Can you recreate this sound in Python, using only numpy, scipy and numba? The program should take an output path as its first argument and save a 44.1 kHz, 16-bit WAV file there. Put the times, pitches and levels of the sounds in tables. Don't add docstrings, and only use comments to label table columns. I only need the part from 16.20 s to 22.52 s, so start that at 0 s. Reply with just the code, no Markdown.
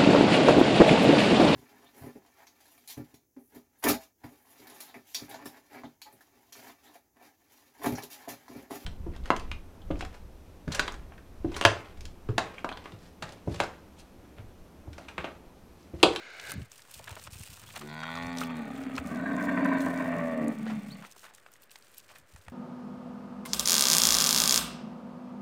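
import sys
import numpy as np
from scipy import signal
from scipy.fft import rfft, irfft
from scipy.io import wavfile
from scipy.ndimage import uniform_filter1d
from numba import njit

SR = 44100
rng = np.random.default_rng(int(sys.argv[2]) if len(sys.argv) > 2 else 0)


def volts_from_db(level):
    exponent = np.asarray(level, float) / 20
    return 10 ** exponent


def to_wav(sig):
    pcm = np.clip(np.atleast_2d(sig), -1, 1) * 32767
    pcm = np.round(pcm).astype(np.int16)
    wavfile.write(sys.argv[1], SR, pcm.T)


N = 278712


def unit(x):
    return x / np.sqrt(np.mean(x ** 2))


def track(table):
    s, *columns = np.transpose(table)
    return [np.interp(np.arange(N) / SR, s, c) for c in columns]


def ramp(span_s, start, end):
    return np.interp(np.arange(N) / SR, span_s, [start, end])


def gate(table, fade_s=.02):
    t = np.arange(N) / SR
    inside_s = np.minimum(t - table[0][0], table[-1][0] - t)
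    return np.clip((inside_s + fade_s) / fade_s, 0, 1)


@njit
def svf(x, hz, width):
    y, b, l = np.empty(len(x)), 0., 0.
    for i in range(len(x)):
        g, k = np.tan(np.pi * hz[i] / SR), width[i] / hz[i]
        v = (b + g * (x[i] - l)) / (1 + g * (g + k))
        b, l, y[i] = 2 * v - b, l + 2 * g * v, k * v
    return y


def band(x, hz, width_hz):
    hz, width_hz = np.full(len(x), 1.) * hz, np.full(len(x), 1.) * width_hz
    return svf(svf(x, hz, width_hz), hz, width_hz)


def sway(hz, width_hz):
    return unit(band(rng.standard_normal(N), hz, width_hz))


def colour(x, spectrum):
    hz, db = np.transpose(spectrum)
    f = np.maximum(np.arange(N // 2 + 1) * SR / N, 1)
    return unit(irfft(rfft(x) * volts_from_db(np.interp(np.log(f), np.log(hz), db)), N))


def steady(x, span_s=.12):
    return x / np.sqrt(uniform_filter1d(x ** 2, int(span_s * SR)) + 1e-12)


def decay(x, tail_s):
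    return signal.lfilter([1], [1, -np.exp(-1 / (tail_s * SR))], x)


def grains(rate_hz, spread_db, tail_s):
    size = (rng.random(N) < rate_hz / SR) * volts_from_db(spread_db * rng.exponential(size=N))
    return decay(size, tail_s) * rng.standard_normal(N)


def bursts(events, floor_db):
    t = np.arange(0, N / SR, 1 / 2000)
    power = volts_from_db(2 * floor_db)
    for s, db, rise_s, fall_s in events:
        drop_db = 20 * np.maximum((s - t) / rise_s, (t - s) / fall_s)
        power = power + volts_from_db(2 * (db - drop_db))
    return np.interp(np.arange(N) / SR, t, np.sqrt(power))


def ticks(events, sharp, tone):
    out, n = np.zeros(N + SR), 6000
    t = np.arange(n) / SR
    for s, db, hz, t60_s in events:
        hit = rng.standard_normal(n) * np.exp(-np.log(1000) * t / max(t60_s, .004))
        hit[0] += tone
        ring = band(hit, min(hz, .4 * SR), hz / sharp)
        start = int(s * SR)
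        out[start:start + n] += volts_from_db(db) * ring / np.abs(ring).max()
    return out[:N]


def field():
    # Hz, dB per Hz
    hiss = [(24, -26), (70, -21), (200, -3), (585, 1.5), (800, -4), (1680, 0), (4570, -22), (16000, -37)]
    return colour(rng.standard_normal(N), hiss) * volts_from_db(-65)


def inhale():
    # time in seconds, level in dB
    breath = [
        (0.0, -51),
        (0.226, -50),
        (0.298, -43.5),
        (0.432, -65),
        (0.47, -66),
    ]
    # Hz, width in Hz, level in dB
    nostril = [(556, 190, -0.5), (1580, 107, 8.5), (2090, 134, 6), (2940, 47, 1), (3730, 500, -4),
               (6450, 180, -11.5)]
    air = rng.standard_normal(N)
    passages = sum(volts_from_db(db) * band(air, hz, 3.4 * width_hz) for hz, width_hz, db in nostril)
    return unit(passages) * volts_from_db(track(breath)[0] + 2.5) * gate(breath)


def stalks():
    # Hz, dB per Hz
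    straw = [(1470, -31), (2500, 1.5), (3630, -2), (5970, -3), (8800, -0.5), (10700, -8.5), (14800, -6),
             (16000, -9)]
    # peak in seconds, level in dB, rise and fall in seconds per 20 dB
    rustles = [(.32, -46, .15, .022), (.42, -61.5, .1, .08), (.53, -61, .065, .7), (.74, -52, .07, .09),
               (.92, -54.5, .3, .08), (1.05, -54, .25, .04), (1.14, -52, .045, .5), (1.37, -51, .18, .035),
               (1.54, -59, .6, .05), (1.56, -43.5, .015, .04), (1.59, -54, .03, .15),
               (2.06, -62.5, .8, .13), (2.2, -46.5, .05, .085), (2.37, -63, .05, .2),
               (2.57, -60.5, .12, .2), (2.78, -52, .065, .04), (2.87, -58.5, .07, .24),
               (3.26, -56.5, .22, .025), (3.3, -66, .05, 2), (3.63, -47.5, .06, .02),
               (3.65, -58.5, .03, .7), (4.92, -64.5, 6, .06), (5.05, -59, .2, .09), (4.97, -61, .03, .06),
               (5.15, -63, .03, .2), (5.34, -66, .07, .1), (5.44, -62, .06, .04), (5.51, -63, .03, .4),
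               (5.79, -59, .17, .055), (5.92, -61, .06, .05), (5.985, -59, .05, .04), (5.85, -68, .1, .3),
               (6.12, -68, .12, 1.5)]
    crackle = grains(700, 3.35, 0.0023) + 0.89 * rng.standard_normal(N)
    flicker_db = 1.4 * sway(6, 12)
    return steady(colour(crackle, straw), span_s=0.061) * bursts(rustles, -82) * volts_from_db(2.8 + flicker_db)


def grit():
    # peak in seconds, level in dB, rise and fall in seconds per 20 dB
    crunches = [(.86, -62, .8, .05), (.878, -48.5, .02, .27), (1.076, -54, .03, .015),
                (1.54, -59, 1.2, .05), (1.562, -41, .016, .04), (1.62, -45, .025, .04),
                (4.49, -47, .06, .1), (4.85, -51, .02, .05), (5.034, -50.5, .006, .11),
                (5.91, -54, .03, .07), (6.282, -72, .05, .15)]
    grinding = grains(530, 2.9, 0.0021) + .8 * rng.standard_normal(N)
    return steady(band(grinding, 1000, 2280), span_s=0.12) * bursts(crunches, -80) * volts_from_db(2.1)


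def knocks():
    # start in seconds, peak in dB, centre in Hz, t60 in seconds
    struck = [(0.197, -33.5, 2090, 0.035), (0.318, -31, 1480, 0.037), (0.417, -42.5, 1950, 0.053),
              (0.594, -41, 1720, 0.021), (0.796, -39, 630, 0.045), (0.878, -32, 1510, 0.034),
              (0.966, -38.5, 576, 0.066), (1.073, -36.5, 2900, 0.019), (1.503, -40, 2170, 0.04),
              (1.555, -39, 1130, 0.033), (1.562, -33, 2650, 0.034), (1.612, -39, 1800, 0.078),
              (1.833, -34, 2500, 0.033), (2.214, -31, 1800, 0.055), (2.17, -37, 550, .15),
              (2.21, -35, 550, .15), (1.234, -42, 2500, .03), (5.745, -48, 2500, .02),
              (2.779, -25, 800, 0.04), (2.773, -33, 700, .03), (4.465, -32.5, 611, 0.05),
              (4.498, -32, 800, 0.12), (4.824, -38, 1167, 0.045), (4.964, -42.5, 805, 0.026),
              (5.051, -41, 1200, 0.04), (5.263, -39.5, 1210, 0.022), (5.557, -39.5, 1650, 0.023),
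              (5.891, -43.5, 2300, 0.027), (5.956, -41.5, 1580, 0.09), (6.161, -46, 1300, 0.044),
              (6.265, -52, 1520, 0.024), (6.2825, -34, 1000, 0.02)]
    return ticks(struck, sharp=0.76, tone=2.8)


def snaps():
    # start in seconds, peak in dB, centre
    # in Hz
    snapping = [(.1984, -36, 4200), (.3183, -23.5, 8900), (.5176, -37, 6770), (.5796, -41.5, 7660),
                (.62, -40, 5160), (.7123, -38, 10500), (.9136, -39, 4750), (.9964, -36.5, 4930),
                (1.0386, -34, 7160), (1.1129, -43, 7470), (1.1957, -35, 8750), (1.235, -33, 8100),
                (1.5623, -34, 4100), (1.954, -35, 4430), (1.972, -35, 4160), (2.0255, -36, 4000),
                (2.1847, -24, 4360), (2.207, -29, 4510), (2.7548, -35, 4440), (2.7798, -35, 6610),
                (2.8723, -41, 8995), (2.9587, -40, 4110), (3.1655, -36.5, 7220), (3.226, -40, 6100),
                (3.4465, -41, 5670), (3.6069, -35.5, 4353), (3.6207, -35.5, 9505), (3.741, -42, 8753),
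                (4.2816, -34.5, 8890), (1.1223, -38, 7300), (1.803, -42, 6000), (2.068, -38, 6000),
                (2.1296, -40, 4500), (2.172, -31, 4380), (2.563, -40, 3330), (2.636, -43, 4460),
                (2.7646, -33, 4460), (3.459, -42, 9500), (3.775, -40, 5000),
                (5.1488, -37.5, 8100), (5.3173, -49, 14200), (5.3374, -44, 7380), (5.421, -43, 13800),
                 (5.5573, -42, 4230), (5.6244, -45, 4040), (5.7453, -41, 14600), (5.781, -32, 12000),
                 (6.1617, -42, 7350), (6.2827, -44.5, 8000),
                (4.914, -41, 7000), (4.922, -40, 6000), (4.994, -45, 7780), (5.065, -41, 1280),
            (5.083, -43, 1280), (5.109, -46, 1170), (5.183, -45, 1680), (5.286, -51, 1360),
            (5.357, -48, 1760), (5.438, -45, 14100), (5.496, -49, 3020), (5.521, -46, 13000),
            (5.587, -49, 11000), (5.67, -50, 3350), (5.717, -50, 11000), (5.801, -43, 5000),
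            (5.914, -44, 1070), (5.984, -46, 11000), (6.213, -51, 4000)]
    t60_s = .013
    return ticks([(*row, t60_s) for row in snapping], sharp=1.0, tone=1.9)


def wind():
    # peak in seconds, level in dB, rise and fall in seconds per 20 dB
    gusts = [(.4, -32.5, .13, .055), (.78, -52, .05, .18), (.92, -47, .17, .1), (1.09, -45, .2, .05),
             (1.21, -44, .08, .04), (1.32, -46, .06, .065), (1.43, -48.5, .1, .9), (2.08, -36, .19, .07),
             (2.2, -50, .2, 3), (2.8, -43, .1, .45), (3.65, -45, .1, .1), (4.06, -47, 4, .07),
             (4.3, -52, .1, .09), (4.55, -50, .07, .4), (6.04, -59, .45, .04), (6.14, -63, .05, .15),
             (6.28, -41, .016, .07)]
    # start in seconds, peak in dB, Hz, t60 in seconds
    puffs = [(0.288, -40, 96.9, 0.08), (0.335, -38, 290, 0.06), (0.355, -30, 190, 0.08),
             (0.378, -21, 117, 0.038), (0.417, -27.5, 118, 0.074), (0.764, -41.5, 85, 0.072),
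             (0.915, -31, 86.1, 0.051), (1.125, -31, 83.4, 0.043), (1.157, -31, 86.1, 0.042),
             (1.205, -30, 95, 0.05), (0.8, -42, 85, 0.05), (1.294, -33.5, 70.0, 0.054),
             (1.324, -38, 75.4, 0.048), (2.049, -63, 170, 0.057), (2.789, -31.5, 84.5, 0.094),
             (2.851, -27, 194, 0.073), (6.133, -48, 90, 0.24), (6.147, -32.5, 74.4, 0.039),
             (6.189, -46, 86.1, 0.054), (6.285, -32, 94.2, 0.05)]
    turbulence = steady(band(rng.standard_normal(N), 92, 120), span_s=0.072)
    rumble = turbulence * bursts(gusts, -80) * volts_from_db(-6.5)
    out, u = np.zeros(N + SR), np.arange(SR // 3) / SR
    for s, db, hz, t60_s in puffs:
        swell = (1 - np.exp(-u / 0.0021)) * np.exp(-np.log(1000) * u / max(t60_s, .01))
        out[int(s * SR):][:len(u)] += volts_from_db(db) * np.sin(2 * np.pi * hz * u) * swell
    return rumble + out[:N]


def birds():
    # start in seconds, length in seconds, from Hz, to Hz, level in dB
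    chirps = [
        (1.465, .025, 3000, 3350, -55),
        (4.701, .037, 2700, 4450, -49),
    ]
    out, t = 0, np.arange(N) / SR
    flutter = volts_from_db(4 * sway(160, 160))
    for s, length_s, hz0, hz1, db in chirps:
        u = np.clip((t - s) / length_s, 0, 1)
        hz = hz1 + (hz0 - hz1) * np.exp(-u / .2)
        swell = np.sqrt(np.abs(np.sin(np.pi * u)))
        out = out + volts_from_db(db) * swell * flutter * np.sin(2 * np.pi * np.cumsum(hz) / SR)
    lag = np.arange(SR // 6) / SR
    hedge = rng.standard_normal(len(lag)) * np.exp(-lag / .03)
    hedge = hedge / np.sqrt(np.sum(hedge ** 2))
    return out + volts_from_db(-8) * signal.fftconvolve(out, hedge)[:N]


def folds(hz, jitter):
    phase = np.cumsum(hz) / SR
    at = np.interp(np.arange(1, int(phase[-1])), phase, np.arange(N))
    chance = rng.standard_normal((len(at), 2))
    shake = jitter[at.astype(int)]
    at = np.clip(at + shake * chance[:, 0] * SR / hz[at.astype(int)], 0, N - 2)
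    size, i = volts_from_db(6.7 * shake * chance[:, 1]), at.astype(int)
    pulses = np.zeros(N)
    np.add.at(pulses, i, size * (1 - at + i))
    np.add.at(pulses, i + 1, size * (at - i))
    return pulses


def larynx(hz, low_chaos, chaos, mouth):
    # delay in seconds, level in dB
    echoes = [(.0033, -16), (.0061, -15), (.0087, -18), (.019, -17)]
    clean = steady(folds(hz, .0015 + .015 * chaos))
    slaps = folds(1.1 * hz, np.full(N, .3))
    puff = decay(slaps, 0.016)
    turbulence = steady((puff + .4) * rng.standard_normal(N))
    hoarse = steady(steady(slaps) + 1.5 * turbulence, span_s=.05)

    def blend(c):
        return np.sqrt(1 - c) * clean + np.sqrt(c) * hoarse

    def echoed(v):
        return v + sum(volts_from_db(db) * np.roll(v, int(s * SR)) for s, db in echoes)

    high = blend(np.maximum(chaos, .55 * mouth))
    return blend(low_chaos), echoed(blend(chaos)), echoed(high), hoarse


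def wander(chaos):
    return 1 + .013 * chaos * sway(7, 7)


def chest_tone(low, low_chaos, chaos, mouth):
    # time in seconds, Hz, width in Hz, shoulder in dB
    first = [(1.6, 225, 90, -3), (1.75, 235, 80, 1), (1.9, 245, 70, -1), (2.05, 255, 65, -5),
             (2.3, 245, 65, -8), (2.42, 235, 75, -10), (2.55, 248, 70, -11), (2.78, 262, 65, -12),
             (2.9, 240, 80, -11), (3.1, 258, 75, -12), (3.4, 268, 65, -12), (3.7, 265, 65, -11),
             (4.0, 250, 70, -7), (4.15, 240, 80, -14), (4.27, 262, 85, -16), (4.38, 228, 62, -16),
             (4.58, 208, 65, -14), (4.85, 190, 80, -12)]
    hz, width_hz, shoulder_db = track(first)
    shoulder = band(low, 162 + 60 * low_chaos, 62 + 15 * mouth)
    chest = band(low, hz * wander(chaos), width_hz) + volts_from_db(shoulder_db) * shoulder
    pocket_hz = np.full(N, 345.)
    return chest - svf(chest, pocket_hz, (.24 + .2 * mouth) * pocket_hz)


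def throat(source, high, hoarse, chaos, mouth, sunk, pose):
    # time in seconds, second, third and fourth resonance in Hz, third in dB
    jaw = [(1.68, 620, 860, 1020, -6), (1.85, 630, 900, 1040, -3), (2.05, 590, 860, 1100, 3),
           (2.3, 560, 900, 1150, 4), (2.45, 550, 820, 1180, 7), (2.6, 580, 760, 1290, 10),
           (2.8, 600, 780, 1270, 8), (2.95, 640, 770, 1100, 6), (3.15, 640, 790, 1060, -1),
           (3.5, 612, 800, 1020, -3), (3.8, 615, 880, 1020, -3), (4.0, 620, 930, 1090, 1),
           (4.25, 575, 940, 1130, 2), (4.5, 590, 900, 1150, 4), (4.8, 560, 860, 1150, 2)]
    # Hz at onset, shut, half open, open, sunk
    tract = [(1450, 1430, 1480, 1560, 1450), (1900, 1860, 1830, 1810, 2000), (2200, 2300, 2170, 2270, 2200)]
    # width in Hz shut and open, level in dB shut and open
    shape = [(65, 68, 13.5, 10), (125, 120, 3, -3), (100, 143, 4.5, -6), (112, 150, 8.5, 0),
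             (93, 115, 11, 0), (172, 260, 4.5, -2), (87.5, 120, -2, -3.5)]
    # dB at onset, shut, half open, open, sunk
    fourth_db = (1, -4, 2, 4, -1)
    fifth_db = (0, -10, -3, 7, -3)
    sixth_db = (1, 0, -7, 1, 3)
    # dB at onset, shut, half open, open, sunk
    pocket_db = (-14, -3, -6, -27, -11)
    leak_db = (-19, -12, -1, -18, -8)

    *jaw_hz, third_db = track(jaw)
    centres_hz = [hz * wander(chaos) for hz in [*jaw_hz, *(pose(row) for row in tract)]]
    ring = []
    for drive, hz, (shut_hz, open_hz, shut_db, open_db) in zip([source] * 2 + [high] * 4, centres_hz, shape[1:]):
        width_hz = (shut_hz + mouth * (open_hz - shut_hz)) * (1 + 1.2 * sunk * chaos)
        once = volts_from_db(shut_db + mouth * (open_db - shut_db)) * svf(drive, hz, width_hz)
        ring.append((1 - mouth) * once + mouth * svf(once, hz, width_hz))
    middle = band(ring[0], centres_hz[0], 400) - volts_from_db(pose(pocket_db)) * band(source, 450, 170)

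    fifth_now_db = pose(fifth_db) - 12 * mouth * (1 - chaos)
    upper = volts_from_db(third_db) * ring[1] + volts_from_db(pose(fourth_db)) * ring[2] + volts_from_db(fifth_now_db) * ring[3]
    upper = upper + volts_from_db(pose(sixth_db)) * ring[4] + volts_from_db(-1.5 * mouth) * ring[5]
    upper = upper + volts_from_db(pose(leak_db)) * np.roll(hoarse, SR // 20)
    upper = signal.sosfilt(signal.butter(4, [540, 2550], "band", fs=SR, output="sos"), upper)
    return middle, upper + volts_from_db(-20 - 4 * mouth) * band(source, 2650, 400)


def rasp(high, hoarse, mouth):
    # Hz, width in Hz, level in dB
    edges = [(3380, 280, 1), (3680, 280, 1), (4200, 300, -4), (4550, 400, -8), (6100, 350, -17),
             (6900, 400, -16), (7600, 400, -18)]
    breathy = np.sqrt(1 - .12) * high + np.sqrt(.12) * hoarse
    out = 0
    for k, (hz, width_hz, db) in enumerate(edges):
        level_db = db + 2.2 * sway(2.5, 2.5) + 2.5 * mouth * hz / 1000
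        out = out + (-1) ** k * volts_from_db(level_db) * band(breathy, hz * (1 + .02 * sway(2.5, 2.5)), width_hz)
    return out


def cow():
    # time in seconds, fold rate in Hz, chest level in dB, nose and mouth level in dB
    hum = [(1.58, 71.6, -55, -56), (1.65, 74, -44, -47), (1.85, 80.5, -46, -40), (1.99, 84.4, -42, -38),
           (2.1, 86.2, -38.5, -40), (2.18, 85, -36.5, -43), (2.3, 82.7, -36.5, -43), (2.41, 76.8, -36, -44)]
    breaking = [(2.46, 70.7, -39, -45), (2.52, 68, -40, -46), (2.69, 66, -36, -47), (2.76, 67, -37.5, -47),
                (2.84, 70, -42, -47), (2.94, 80, -33.5, -41.5), (3.07, 91, -34, -39.5)]
    roar = [(3.14, 93, -29, -39), (3.2, 95, -33, -38), (3.29, 97, -29, -37), (3.35, 95, -30, -37),
            (3.43, 92, -26, -35), (3.55, 90, -27, -35), (3.6, 89, -30, -38), (3.67, 88, -27.5, -37),
            (3.73, 87, -35, -39)]
    ease = [(3.8, 86.5, -31.5, -38), (3.98, 84, -32, -39), (4.15, 80, -35, -41), (4.21, 77, -29, -42),
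            (4.28, 75, -28, -43), (4.32, 75, -33, -45)]
    groan = [(4.345, 75.5, -41, -51), (4.44, 73.5, -32, -51), (4.48, 73, -35, -49), (4.52, 73, -31.5, -49),
             (4.585, 72, -34, -52), (4.615, 71, -44, -53), (4.69, 69, -41, -55), (4.82, 67, -49, -56),
             (4.9, 69, -72, -66)]
    # time in seconds, chaos in the chest, chaos in the mouth, mouth opening (all 0-1)
    strain = [
        (1.6, .05, .15, 0),
        (1.7, .01, .04, 0),
        (2.15, .01, .06, 0),
        (2.45, .35, .65, .28),
        (3.05, .8, .8, 1),
        (3.8, .7, .7, 1),
        (4.06, .45, .1, 1),
        (4.28, .45, .15, 1),
        (4.38, .5, .85, .75),
    ]
    sink_s = (3.75, 4.9)
    settle_s = (1.8, 2.05)
    bright_s = (1.64, 1.706)
    # dB shut, change in dB when open, change in dB when open and steady
    second = (-9.5, 4.5, 12)
    harsh = (-10.5, -9, -7)
    # peak in seconds, gain in dB, rise and fall in seconds per 20 dB
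    accents = [(3.06, 2, .02, .06), (3.1, 3, .015, .05), (3.187, 5, .01, .07), (3.287, 4, .015, .07),
               (3.373, 5, .01, .07), (3.45, 4, .015, .06), (3.518, 5, .01, .06), (3.562, 3, .015, .06),
               (3.665, 2, .02, .06), (3.8, 2, .02, .06), (3.93, 2, .02, .06), (3.995, 2, .02, .06)]
    # peak in seconds, level in dB, rise and fall in seconds per 20 dB, Hz, width in Hz
    parting = (1.635, -45, .04, .12, 335, 150)

    call = hum + breaking + roar + ease + groan
    hz, chest_db, mouth_db = track(call)
    low_chaos, chaos, mouth = track(strain)
    sunk, settled = ramp(sink_s, 0, 1), ramp(settle_s, 0, 1)

    def pose(p):
        return np.interp(mouth + settled - 1, [-1, 0, .6, 1], p[:-1]) * (1 - sunk) + p[-1] * sunk

    def opened(levels):
        shut_db, open_db, steady_db = levels
        return upper_db + shut_db + mouth * (open_db + steady_db * (1 - chaos))

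    upper_db = mouth_db - chest_db
    low, source, high, hoarse = larynx(hz, low_chaos, chaos, mouth)
    chest = chest_tone(low, low_chaos, chaos, mouth)
    middle, upper = throat(source, high, hoarse, chaos, mouth, sunk, pose)
    sigh = volts_from_db(upper_db - 6) * sunk ** 2 * chaos * steady(band(hoarse, 2600, 2500))

    through_mouth = volts_from_db(opened(second) - sunk) * steady(middle)
    through_mouth = through_mouth + volts_from_db(upper_db) * steady(upper) * bursts(accents, -1.5)
    through_mouth = through_mouth + volts_from_db(opened(harsh) - 3 * settled) * steady(rasp(high, hoarse, mouth), span_s=.4)
    voice = steady(chest, span_s=.06) + ramp(bright_s, .25, 1) * (through_mouth + sigh)
    shudder_db = 1.5 * low_chaos * sway(35, 30)
    lips = steady(band(source, *parting[4:])) * bursts([parting[:4]], -95)
    return (voice * volts_from_db(chest_db + shudder_db) + lips) * gate(call)


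def twigs():
    # start in seconds, peak in dB, centre in Hz, t60 in seconds
    hollow = [(1.69, -44, 4200, .15), (2.245, -42, 4400, .08), (1.614, -37, 1130, .07),
              (1.833, -27, 1330, .04), (1.885, -34, 1250, .05), (1.953, -34, 1300, .04),
              (1.972, -35, 1100, .04), (2.214, -27, 1250, .07), (2.233, -31, 2560, .04),
              (2.3, -36, 1250, .04), (2.3, -37, 2560, .03), (2.779, -28, 2500, .05),
              (4.482, -39, 1900, .04), (4.465, -39, 1700, .04), (4.834, -42, 1150, .05)]
    return ticks(hollow, sharp=3.0, tone=4.0)


def scene():
    feet = stalks() + grit() + knocks() + snaps() + twigs()
    return (field() + inhale() + feet + wind() + birds() + cow())[None]


def top_cut(x):
    return signal.sosfilt(signal.butter(12, 16510, fs=SR, output="sos"), x)


def record(dry):
    bass = signal.sosfilt(signal.butter(2, 55, "high", fs=SR, output="sos"), dry)
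    top = signal.sosfilt(signal.ellip(6, .3, 45, 15500, fs=SR, output="sos"), bass)
    mix = top - .0006
    return top_cut(mix)


dry = scene()
out = record(dry)
to_wav(out)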